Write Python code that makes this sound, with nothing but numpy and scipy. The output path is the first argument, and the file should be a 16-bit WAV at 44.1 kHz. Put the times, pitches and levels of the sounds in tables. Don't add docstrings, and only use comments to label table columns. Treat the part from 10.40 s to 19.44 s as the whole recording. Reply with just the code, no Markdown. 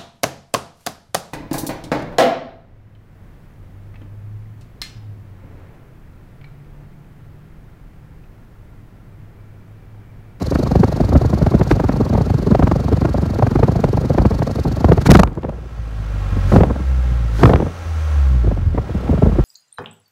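import sys
import numpy as np
from scipy import signal
from scipy.fft import rfft, irfft, next_fast_len
from scipy.io import wavfile
from scipy.ndimage import map_coordinates

SR = 44100
rng = np.random.default_rng(int(sys.argv[2]) if len(sys.argv) > 2 else 0)


def store_wav(level_fs):
    pcm = np.round(np.clip(np.atleast_2d(level_fs), -1, 1) * 32767)
    wavfile.write(sys.argv[1], SR, pcm.T.astype(np.int16))


N = 398663
TIME = np.arange(N) / SR
IDLE_HZ = 23.965
THUMP_DB = 3

# (time [s], eddies [dB], thump [dB], eddy rate [Hz])
DIRECT_GUSTS = [(.121, -15.5, -14, 356), (.157, -13, -29, 554), (.195, -17, -13, 384),
                (.317, -17, -12, 480), (.357, -13.5, -9, 500), (.397, -17, -6.5, 305),
                (.438, -10, -11, 458), (.605, -14.5, -9, 444), (.643, -21, -11, 370),
                (.727, -14, -8.5, 370), (0.757, -11, -3, 452), (.818, -19, -15, 447),
                (0.85, -18, -9.5, 360), (.935, -17, -11, 450), (1.019, -16.5, -8.5, 380),
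                (1.066, -16.5, -10.5, 577), (1.12, -17.5, -17, 427), (1.144, -11.5, -5.5, 380),
                (1.215, -11.5, -12.5, 519), (1.314, -10, -9.5, 650), (1.401, -17.5, -15, 555),
                (1.444, -14, -10.5, 416), (1.493, -16, -14, 554), (1.608, -12, -10.5, 340),
                (1.732, -18, -11, 397), (1.751, -17, -11, 500), (1.781, -16.5, -15, 460),
                (1.813, -15, -12.5, 460), (1.902, -23.5, -11.5, 620), (1.945, -19.5, -11, 452),
                (2.072, -16, -11.5, 415), (2.114, -12, -7, 320), (2.151, -12.5, -16, 644),
                (2.196, -13.5, -14, 510), (2.228, -12.5, -6, 590), (2.274, -15, -13, 583),
                (2.316, -14, -12, 627), (2.36, -17.5, -15, 353), (2.525, -16, -8.5, 298),
                (2.619, -15.5, -13, 466), (2.654, -12.5, -17, 517), (2.749, -17.5, -13.5, 458),
                (2.828, -22.5, -10.5, 310), (2.994, -16.5, -25, 470), (3.027, -12, -7.5, 516),
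                (3.07, -19, -14, 505), (3.159, -13, -12.5, 504), (3.194, -18.5, -10, 490),
                (3.233, -12.5, -8.5, 515), (3.287, -14, -11.5, 368), (3.357, -20, -11, 470),
                (3.442, -13, -11, 626), (3.539, -16.5, -14.5, 426), (3.576, -16, -16, 500),
                (3.705, -14, -12, 378), (3.785, -12, -9, 564), (3.855, -12.5, -9, 513),
                (3.913, -19, -14, 394), (4.023, -18.5, -17, 577), (4.256, -18, -13, 433),
                (4.447, -11, -6.5, 554), (4.489, -13, -7, 408), (4.521, -6.5, -14, 476),
                (4.58, -16.5, -11.5, 540), (4.662, -14, -10, 634), (4.694, -9, 3, 505),
                (4.717, -5.5, -4, 727), (4.754, 1, -0.5, 703), (4.796, -6, -4, 642),
                (4.835, -12.5, -25.5, 827), (4.876, -27, -28, 726), (4.978, -22, -22, 350),
                (5.034, -30, -38, 706), (5.049, -21.5, -22.5, 486), (5.094, -25, -23.5, 553),
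                (5.965, -34, -19, 380), (6.125, -14, -11, 416), (6.161, -8, 0.5, 451.3),
                (6.187, -15, -18, 426), (6.21, -13.5, -10.5, 520), (6.236, -15, -16, 630),
                (6.307, -18, -27, 407), (6.362, -25.5, -32, 520), (6.401, -28.5, -21.5, 460),
                (7.036, -6.5, -2, 688), (7.058, -10.5, -8, 710), (7.097, -12, -22, 580),
                (7.137, -12, -8, 670), (7.16, -19, -19, 760), (7.203, -17.5, -20, 498),
                (7.226, -18.5, -20.5, 462), (7.268, -22.5, -24, 479.4), (8.047, -25, -18, 372),
                (8.075, -23, -13, 344), (8.115, -22, -19, 390), (8.174, -24.5, -24, 398),
                (8.345, -32, -14, 300), (8.382, -18, -18, 450), (8.497, -26, -19, 330),
                (8.549, -22, -13.5, 290), (8.695, -17, -10, 320), (8.735, -18, -12.5, 350),
                (8.78, -22.5, -15, 399), (8.827, -12.5, -8, 380), (8.865, -16, -10.5, 321),
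                (8.894, -20, -29, 351), (8.991, -12, -16, 361)]
# (time [s], firing rate [Hz], boom level [dB])
ENGINE_REVS = [(4.88, 23.91, -49), (5.15, 58.87, -32), (5.3, 57, -32), (5.42, 54.75, -25.5),
               (6.1, 44.83, -17), (6.25, 61.7, -25), (6.4, 66.2, -22.5), (6.49, 64.84, -13.5),
               (6.85, 56.88, -17), (7.0, 52.4, -18), (7.25, 88.05, -29), (7.42, 84.5, -30),
               (7.5, 80.7, -19.5), (7.72, 74.5, -16.5), (7.79, 70.5, -10.5), (8.0, 59.54, -12.5),
               (8.12, 49.3, -19), (8.35, 36.68, -23.5), (8.47, 32, -39.5), (9.04, 24.03, -28)]
# (time [s], level [dB])
EXHAUST_RUSH = [(4.6, -40.5), (4.9, -52), (6.05, -34.5), (6.3, -39.5), (6.65, -38), (7.3, -39), (7.72, -35),
                (8.3, -44), (8.6, -38.5), (9.04, -39)]


def buffeting(firings, typical_hz=500.6, typical_s=.0039, snap_db_per_octave=26):
    # (frequency [Hz], level [dB])
    turbulence = [(20, 12), (70, 16), (170, 9.5), (300, 6), (550, -9), (1100, -27), (2500, -103),
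                  (6000, -90)]
    out = np.zeros(N)
    knots = noise([(1, 0), (60, 0), (150, -25), (500, -90)])
    field = noise(turbulence) * undb(2 * knots)
    for s, db, thump_db, hz in list(DIRECT_GUSTS) + list(grazing_gusts(firings)):
        length_s = typical_s * (typical_hz / hz) ** .898
        add(out, s - .1, gust(field, db, thump_db, hz, length_s))
        snap_db = db - 12 + snap_db_per_octave * np.log2(hz / typical_hz) + 1.1 * rng.standard_normal()
        add(out, s - .0008, snap() * undb(snap_db))
    return out


def gust(field, eddy_db, thump_db, eddy_hz, length_s, wake=.25, wake_s=.012, field_hz=200, split_hz=170):
    t = np.arange(-(SR // 10), SR // 10) / SR
    speed = (1 - wake) * bump(t, 1.55 * length_s, 1.5 * length_s) + wake * bump(t, 2 * length_s, wake_s)
    place = rng.uniform(0, N / 2) + np.cumsum(speed ** .55) * eddy_hz / field_hz
    swept = map_coordinates(field, [place], order=1, mode="wrap")
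    eddies = cut(swept * speed ** 2.14, split_hz, "high")
    push = rng.standard_normal(len(t)) * bump(t - .0034, rise_s=.003, fall_s=.0084)
    thump = cut(push, [54, split_hz], "band")
    parcel = undb(eddy_db) * unit(eddies) + undb(thump_db) * unit(thump)
    return parcel / np.sqrt(10)


def snap(decay_s=.00052, grit=.24):
    t = np.arange(SR // 100) / SR
    front = np.exp(-t / decay_s) * rng.choice([-1, 1])
    tail = grit * np.exp(-t / (2 * decay_s)) * rng.standard_normal(len(t))
    crack = cut(cut(front + tail, 350, "high"), 2600, "low")
    return crack / np.abs(cut(crack, [1500, 3400], "band")).max()


def grazing_gusts(firings, idle_db=-24.5, fade_db_per_hz=1.5, eddy_hz=415, stray_s=.0055, attack_s=.029):
    # (time [s], level [dB], release [s])
    blips = [(5.08, -32, 0.11), (6.16, -11, 0.057), (7.06, -13, 0.076)]
    s = np.repeat(firings, 2)
    late, size, pace = rng.standard_normal((len(s), 3)).T
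    rate = np.interp(s, TIME, curves(ENGINE_REVS)[0])
    puff = undb(idle_db - fade_db_per_hz * (rate - IDLE_HZ))
    surge = np.zeros(len(s))
    for at, blip_db, release_s in blips:
        release = np.exp(-np.abs(s - at) / release_s)
        surge += undb(blip_db) * np.where(s < at, bump(s - at, attack_s, attack_s), release)
    db = 20 * np.log10(np.hypot(puff, surge / np.sqrt(2))) + 1.3 * size
    rows = np.column_stack([s + stray_s * late, db, db + THUMP_DB, eddy_hz * undb(1.37 * pace)])
    to_direct_s = np.abs(s[:, None] - np.array(DIRECT_GUSTS)[:, 0]).min(axis=1)
    return rows[to_direct_s > .5 / rate]


def boom_and_rush(waver_db=3, throb=.14, round_trip_s=.0037, reflection=.32):
    # (frequency [Hz], level [dB])
    rush_colour = [(150, -37), (250, -13), (330, -8), (517, -1), (544, -2.5), (782, -4), (914, -7),
                   (1310, -3.5), (1590, -8), (6330, -25.5), (11500, -35.5), (15600, -37)]
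    hz, boom_db = curves(ENGINE_REVS)
    phase = 2 * np.pi * np.cumsum(hz) / SR
    overtones = sum((k / 2) ** -2.8 * np.sin(k * phase + rng.uniform(0, 2 * np.pi)) for k in range(2, 9))
    uneven = noise([(1, 0), (25, 0), (60, -30), (150, -90)])
    overtones *= undb(14 - .7389 * (hz - IDLE_HZ) + waver_db * uneven)
    boom = np.sqrt(2) * undb(boom_db + .3 * uneven) * (np.sin(phase) + overtones)
    opened = np.clip((TIME - ENGINE_REVS[0][0]) * 20, 0, 1)
    gas = noise(rush_colour) * (1 + throb * np.sin(phase))
    echoing = sum(reflection ** k * np.roll(gas, k * int(round_trip_s * SR)) for k in range(3))
    return opened * boom + undb(curves(EXHAUST_RUSH)[0]) * unit(echoing)


def swirl(gusts, wake_db=-11, linger_s=.025, steady_db=-35, patchy_db=3):
    # (frequency [Hz], level [dB])
    swirl_colour = [(20, -29), (45, 4), (75, 8), (170, -5), (320, -11.5), (650, -19), (1300, -25),
                    (3000, -58)]
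    patches = noise([(1, 0), (20, 0), (60, -30), (200, -90)])
    rumble = unit(noise(swirl_colour) * undb(patchy_db * patches))
    pole = np.exp(-1 / (linger_s * SR))
    stirred = np.sqrt(signal.lfilter([1 - pole], [1, -pole], gusts ** 2))
    return np.hypot(undb(wake_db) * stirred, undb(steady_db)) * rumble


def idle_pulses(firings, level_db=-27, lag_s=.01252):
    # (frequency [Hz], width [Hz], relative level [dB])
    modes = [(62, 26, -12.5), (113, 100, -15)]
    kicks = np.zeros(N)
    for s in firings:
        add(kicks, s + lag_s, np.hanning(SR // 250) * undb(2 * rng.standard_normal()))
    ring = sum(undb(db) * signal.lfilter(*signal.iirpeak(hz, hz / width, SR), kicks)
               for hz, width, db in modes)
    return undb(level_db) * unit(cut(ring, 41, "high"))


def spurts_and_taps(tap_s=.001):
    # (time [s], level [dB], half length [s])
    jets = [(1.312, -34, 0.014), (4.62, -34, 0.0057), (4.668, -21, 0.0071), (4.709, -13.5, 0.0042),
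            (4.717, -2.5, 0.00076), (4.745, -23, 0.0082), (4.755, -25, 0.001), (4.772, -21, 0.0015),
            (4.797, -16, 0.0029), (4.835, -18.5, 0.00087), (6.14, -36, 0.043), (7.035, -35, 0.061)]
    # (time [s], level [dB])
    taps = [(4.931, -49), (4.953, -42.5), (5.023, -49), (5.094, -42)]
    # (frequency [Hz], level [dB])
    burst_colour = [(500, -14), (1500, 14.5), (2700, 2), (4500, 2.5), (6500, -1.5), (8500, -8), (12000, -9),
                    (15500, -17)]
    envelope = np.zeros(N)
    t = np.arange(-(SR // 4), SR // 4) / SR
    for s, db, half_s in list(jets) + [(s, db, tap_s) for s, db in taps]:
        add(envelope, s + t[0], undb(db) * bump(t, half_s, half_s))
    return envelope * noise(burst_colour)


def cardboard_flutter(firings, lag_s=.0022, leak=.18, scatter_db=.5):
    # (time [s], level [dB])
    edge_hiss = [(0, -41), (.3, -44.5), (1.6, -48), (2.6, -48), (3.2, -48), (3.8, -47.5), (4.15, -45),
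                 (4.55, -47.5)]
    # (frequency [Hz], level [dB])
    edge_colour = [(1650, -29), (2800, -36), (3470, -10), (3680, -4), (4400, 2.5), (4940, -3), (6920, -7.5),
                   (7700, -14.5), (9550, -15), (10300, -18.5), (11800, -13), (15600, -25)]
    gap = np.zeros(N)
    t = np.arange(-(SR // 20), SR // 20) / SR
    for s, size in zip(firings, rng.standard_normal(len(firings))):
        add(gap, s + t[0] + lag_s, undb(scatter_db * size) * bump(t, rise_s=.006, fall_s=.0032))
    attached = TIME < firings[-1]
    gap = (gap + leak) * attached
    gap /= np.sqrt(np.mean(gap[attached] ** 2))
    return noise(edge_colour) * gap * undb(curves(edge_hiss)[0])


def lip_hiss():
    # (frequency [Hz], width [Hz], level [dB])
    modes = [(2900, 890, -66), (6000, 460, -53.5), (9050, 1100, -62.5)]
    bands = np.zeros(N)
    for hz, width, db in modes:
        band = cut(rng.standard_normal(N), [hz - width / 2, hz + width / 2], "band", order=1)
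        bands += undb(db) * unit(band)
    flow = curves(ENGINE_REVS)[0] / 80
    ducking = undb(curves(EXHAUST_RUSH)[0] - np.array(EXHAUST_RUSH)[:, 1].max())
    return bands * flow ** 2.2 * ducking


def engine_firings(idle):
    cycles = np.floor(np.cumsum(curves(ENGINE_REVS)[0]) / SR)
    revving = TIME[1:][np.diff(cycles) > 0]
    return np.concatenate([idle, revving[revving > ENGINE_REVS[0][0]]])


def undb(db):
    return 10 ** (np.asarray(db) / 20)


def unit(x):
    return x / np.sqrt(np.mean(x ** 2) + 1e-18)


def curves(table):
    s, *columns = np.transpose(table)
    return [np.interp(TIME, s, c) for c in columns]


def noise(colour):
    hz, db = np.transpose(colour)
    size = next_fast_len(N)
    bins = np.maximum(np.fft.rfftfreq(size, 1 / SR), 1)
    gain = undb(np.interp(np.log(bins), np.log(hz), db))
    return unit(irfft(rfft(rng.standard_normal(size)) * gain, size)[:N])


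def cut(x, hz, kind, order=2):
    return signal.sosfilt(signal.butter(order, hz, kind, fs=SR, output="sos"), x)


def bump(t, rise_s, fall_s):
    return np.exp(-.5 * (t / np.where(t < 0, rise_s, fall_s)) ** 2)


def add(out, s, x):
    start = int(round(s * SR))
    a, b = max(start, 0), min(start + len(x), N)
    if b > a:
        out[a:b] += x[a - start:b - start]


def scene():
    idle = np.arange(.025, 4.85, 1 / IDLE_HZ)
    gusts = buffeting(engine_firings(idle))
    exhaust = idle_pulses(idle) + boom_and_rush() + lip_hiss()
    return (gusts + swirl(gusts) + exhaust + cardboard_flutter(idle) + spurts_and_taps())[None]


def record(dry):
    clipped = np.clip(cut(dry, 35, "high", order=4), -1, 1)
    return signal.sosfilt(signal.ellip(8, .2, 70, 15700, fs=SR, output="sos"), clipped)


dry = scene()
out = record(dry)
store_wav(out)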